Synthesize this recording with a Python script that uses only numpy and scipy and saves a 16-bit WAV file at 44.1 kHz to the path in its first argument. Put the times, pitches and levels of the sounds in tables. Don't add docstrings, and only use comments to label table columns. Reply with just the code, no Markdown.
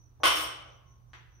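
import sys
import numpy as np
from scipy import signal
from scipy.fft import rfft, irfft
from scipy.io import wavfile
from scipy.ndimage import uniform_filter1d

SR = 44100
rng = np.random.default_rng(int(sys.argv[2]) if len(sys.argv) > 2 else 0)


def pcm_store(signal):
    levels = np.round(np.clip(np.atleast_2d(signal), -1, 1) * 32767)
    wavfile.write(sys.argv[1], SR, levels.astype(np.int16).T)


N = 61739
T = np.arange(N) / SR
SIZE = 2 ** 16
FREQ = np.maximum(np.arange(SIZE // 2 + 1) * SR / SIZE, 1)
SHORT = 2 ** 13
SHORT_T = np.arange(SHORT) / SR
SHORT_HZ = np.maximum(np.arange(SHORT // 2 + 1) * SR / SHORT, 1)


def undb(db):
    return 10 ** (np.asarray(db) / 20)


def curve(points, hz=FREQ):
    f, v = np.array(points, float).T
    return np.interp(np.log(hz), np.log(f), v)


def unit(x):
    return x / np.sqrt(np.sum(x ** 2, axis=-1, keepdims=True))


def unit_rms(x):
    return unit(x) * np.sqrt(N)


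def fade(t60, t=T):
    return np.exp(-np.log(1000) * t / max(t60, 1e-4))


def add(out, x, s):
    start = min(max(int(s * SR), 0), N)
    count = min(x.shape[-1], N - start)
    out[..., start:start + count] += x[..., :count]


# f/Hz, correlation
LIKENESS = [(60, 0.42), (250, 0.77), (600, 0), (2000, 0.012), (5000, 0.0053), (14000, 0)]


def diffuse():
    mid, side = rfft(rng.standard_normal((2, SIZE)))
    c = np.clip(curve(LIKENESS), -.95, .95)
    sign = np.array([[1], [-1]])
    return (mid * np.sqrt(1 + c) + sign * side * np.sqrt(1 - c)) / np.sqrt(2)


# f/Hz, level/dB per Hz
AIR_COLOUR = [(20, -20.5), (35, -5), (55, 3), (80, 4.5), (100, -4.5), (150, -6.5), (200, -20), (350, -19.5),
              (550, -25.5), (1100, -24.5), (2000, -37.5), (4000, -39.5), (8000, -48.5), (14000, -42.5),
              (15500, -40.5)]
AIR_DB = -59.5
# f/Hz, RMS level/dB
HUM = [(59.6, -77.5), (119.3, -62), (360, -88.5)]


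def background():
    out = undb(AIR_DB) * unit_rms(irfft(diffuse() * undb(curve(AIR_COLOUR)))[:, :N])
    for hz, db in HUM:
        out = out + undb(db) * np.sqrt(2) * np.sin(2 * np.pi * (hz * T + rng.random()))
    return out


TRILL_HZ, TRILL_WIDTH_HZ, TRILL_REST_DB = 5954, 100, -83
# middle t/s, length t/s, level/dB
TRILL_SWELLS = [(0.028, 0.24, -71.5), (.22, 0.059, -68), (0.473, .16, -84), (0.705, 0.26, -72.5),
                (0.923, 0.16, -71), (1.158, 0.18, -72), (1.368, 0.15, -72.5)]


def trill():
    band = np.exp(-.5 * ((FREQ - TRILL_HZ) / TRILL_WIDTH_HZ) ** 2)
    tone = unit_rms(irfft(diffuse() * band)[:, :N])
    level = undb(TRILL_REST_DB)
    for s, length, db in TRILL_SWELLS:
        level = level + undb(db) * np.cos(np.pi * np.clip((T - s) / length, -.5, .5)) ** 2
    return tone * level


def colour(x, db):
    cepstrum = irfft(np.log(undb(db)))
    cepstrum[1:SHORT // 2] *= 2
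    cepstrum[SHORT // 2 + 1:] = 0
    return irfft(rfft(x) * np.exp(rfft(cepstrum)))


def even(x):
    power = uniform_filter1d(np.abs(rfft(unit(x))) ** 2, 24)
    return unit(colour(x, -10 * np.log10(power + 1e-4)))


def burst(t60):
    return even(rng.standard_normal(SHORT) * fade(t60, SHORT_T))


def knocks(events, spectrum, t60):
    out = np.zeros(N)
    for s, db in events:
        add(out, undb(db) * colour(burst(t60), curve(spectrum, SHORT_HZ)), s)
    return out


# t/s, level/dB
BUMPS = [(.201, -7), (.222, -5), (.655, -12.5), (.71, -18)]
# f/Hz, level/dB per Hz
BUMP_COLOUR = [(100, -20), (300, -14), (600, 0), (900, -4), (1400, -22), (3000, -42), (12000, -60)]


def bumps():
    return knocks(BUMPS, BUMP_COLOUR, t60=0.025)


# f/Hz, t60/s
ROOM_T60 = [(100, 0.52), (400, 0.74), (1100, 0.77), (3000, 0.67), (5500, 0.54), (9000, 0.4), (14000, 0.29)]
GARAGE_DB, DIRECT_DB = 1.5, -6.5
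BUILD_S, EARLY_DB, EARLY_S = 0.0013, -1.5, 0.018


def garage(x):
    noise, tail = diffuse(), 0
    for k, (hz, t60) in enumerate(ROOM_T60):
        share = curve([(f, j == k) for j, (f, _) in enumerate(ROOM_T60)])
        tail = tail + irfft(noise * share)[:, :N] * fade(t60)
    early = unit(rng.standard_normal((2, N)) ** 5 * np.exp(-T / EARLY_S) * (T > .002))
    response = unit(tail * (1 - np.exp(-T / BUILD_S))) + undb(EARLY_DB) * early
    response[:, 0] += undb(DIRECT_DB)
    return undb(GARAGE_DB) * signal.fftconvolve(x[None], response, axes=1)[:, :N]


CHATTER_DB, CLASH_T60_S = -4.5, .02
RISE_S = 0.0024


def chatter(length):
    train = rng.standard_normal(SHORT) ** 5 * np.exp(-SHORT_T / max(length, 1e-3))
    contacts = undb(CHATTER_DB) * unit(train)
    contacts[0] += 1
    cracks = signal.fftconvolve(contacts, burst(CLASH_T60_S))[:SHORT]
    return even(cracks * (1 - np.exp(-SHORT_T / RISE_S)))


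def tilt(db_per_octave):
    return db_per_octave * np.log2(np.maximum(SHORT_HZ, 1000) / 2000)


# t/s, relative plate clash level/dB, relative bar ring level/dB,
# treble tilt/dB per octave, chatter decay time t/s
BLOWS = [(0.2338, 1, -2, -0.5, 0.0033), (0.2501, -0.5, -3.5, 2, 0.015), (.277, -9, -14, 2.5, 0.0077),
         (.312, -20, -16, 4, .008), (.354, -16, -17.5, 5.5, 0.0047), (.378, -12.5, -16.5, 2, 0.016),
         (.405, -30.5, -23, 7, 0.022), (.429, -22, -26.5, 4.5, 0.0091), (.507, -31, -55, -0.5, 0.0027)]
# f/Hz, level/dB per Hz
CLASH_COLOUR = [(40, -21), (70, -19), (130, -27), (200, -26.5), (300, -15), (420, -11), (570, -4.5),
                (880, -7.5), (1080, -1), (1500, -4), (1750, -12), (2150, -6), (2550, -8.5), (3100, -5.5),
                (3550, -7.5), (3850, -15.5), (6300, -19), (7500, -32.5), (9500, -20.5), (11000, -31),
                (12200, -48), (13500, -39), (15000, -69)]
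CLASH_DB = 19


def clash():
    out = np.zeros(N)
    for s, clash_db, _, tilt_db, length in BLOWS:
        gain_db = curve(CLASH_COLOUR, SHORT_HZ) + tilt(tilt_db) + CLASH_DB + clash_db
        add(out, colour(chatter(length), gain_db), s)
    return out


# f/Hz, width f/Hz, relative level/dB
CLUSTERS = [(3030, 120, -1), (5523, 160, -6), (6640, 53, -21.5), (8125, 120, -9.5), (9370, 540, -12.5),
            (10560, 310, -19), (13510, 490, -11.5)]
CLUSTER_DB, CLUSTER_T60_S = -2, 0.14


def sleeves():
    power = 0
    for hz, width, db in CLUSTERS:
        peak = 2 * SR / (np.pi * width)
        power = power + undb(db) ** 2 * peak / (1 + (2 * (SHORT_HZ - hz) / width) ** 2) ** 2
    peaks_db = 10 * np.log10(power)
    out = np.zeros(N)
    for s, _, ring_db, tilt_db, _ in BLOWS:
        add(out, colour(burst(CLUSTER_T60_S), peaks_db + tilt(tilt_db) + CLUSTER_DB + ring_db), s)
    return out


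# f/Hz, relative level/dB, t60/s
MODES = [(1033, -9.5, .45), (1080, 1, 0.6), (1081, -19, 2.2), (1143, -4.5, 0.76), (1176, -7, 0.35),
         (1216, -8.5, .5), (1306, -5, 0.71), (1494, -2, 0.58), (1982, -15, 0.37), (2085, -7, .5),
         (2887, -8, 0.7), (3099, 0.5, .55), (3372, -9, 0.41), (3460, -6.5, 0.4), (3606, -11, .45),
         (4452, -15.5, .4), (4920, -20, .35), (5530, -15, 0.65)]
RING_DB, RING_ROOM_DB = -2.5, -12.5
PAIR_SPLIT = .003


def ring():
    out = np.zeros((2, N))
    spread = np.array([[0.44, 0.14], [.4, 1]])
    t = T[:SR]
    for hz, db, t60 in MODES:
        pair = hz * (1 + PAIR_SPLIT * (2 * rng.random() - 1) * np.arange(2)[:, None])
        angle = (2 * np.pi * pair * t).astype(np.float32)
        sine = unit(spread @ np.sin(angle) * fade(t60, t))
        cosine = unit(spread @ np.cos(angle) * fade(t60, t))
        phases = 2 * np.pi * rng.random(len(BLOWS))
        for (s, _, ring_db, tilt_db, _), phase in zip(BLOWS, phases):
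            octaves = np.log2(max(hz, 1000) / 3000)
            gain = undb(RING_DB + db + ring_db + tilt_db * octaves)
            add(out, gain * (np.cos(phase) * sine + np.sin(phase) * cosine), s)
    return out


def low_mode(s, hz, db, t60, rise):
    out = np.zeros(N)
    add(out, undb(db) * np.sin(2 * np.pi * hz * T) * fade(t60) * (1 - np.exp(-T / rise)), s)
    return out


def floor_thump():
    return low_mode(BLOWS[0][0], hz=60.63, db=-50.5, t60=1.9, rise=0.0084)


def shaft_flex():
    return low_mode(0.339, hz=309, db=-42, t60=0.61, rise=.035)


# t/s, level/dB
CLUNKS = [(1.1334, -8), (1.141, -16)]
# f/Hz, level/dB per Hz
CLUNK_COLOUR = [(100, -25), (350, -13), (600, -14), (1000, -6), (1900, -3.5), (2600, -10), (3300, -9.5),
                (4200, -19.5), (6500, -27.5), (9000, -39.5), (14000, -43)]


def clunks():
    return knocks(CLUNKS, CLUNK_COLOUR, t60=0.0087)


# f/Hz, level/dB
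BALANCE_DB = [(60, -1), (130, -7), (400, -0.5), (1200, 0.3), (2200, 2.3), (4500, -1.5), (8500, -3.5),
              (13500, -.5)]


def scene():
    tones = ring()
    contacts = bumps() + clash() + sleeves() + clunks()
    in_room = garage(contacts + undb(RING_ROOM_DB) * tones[0])
    sound = background() + trill() + in_room + tones + floor_thump() + shaft_flex()
    half = np.array([[.5], [-.5]])
    return irfft(rfft(sound, SIZE) * undb(half * curve(BALANCE_DB)))[:, :N]


def record(dry):
    return signal.sosfilt(signal.ellip(8, .2, 70, 15600, fs=SR, output="sos"), dry)


dry = scene()
out = record(dry)
pcm_store(out)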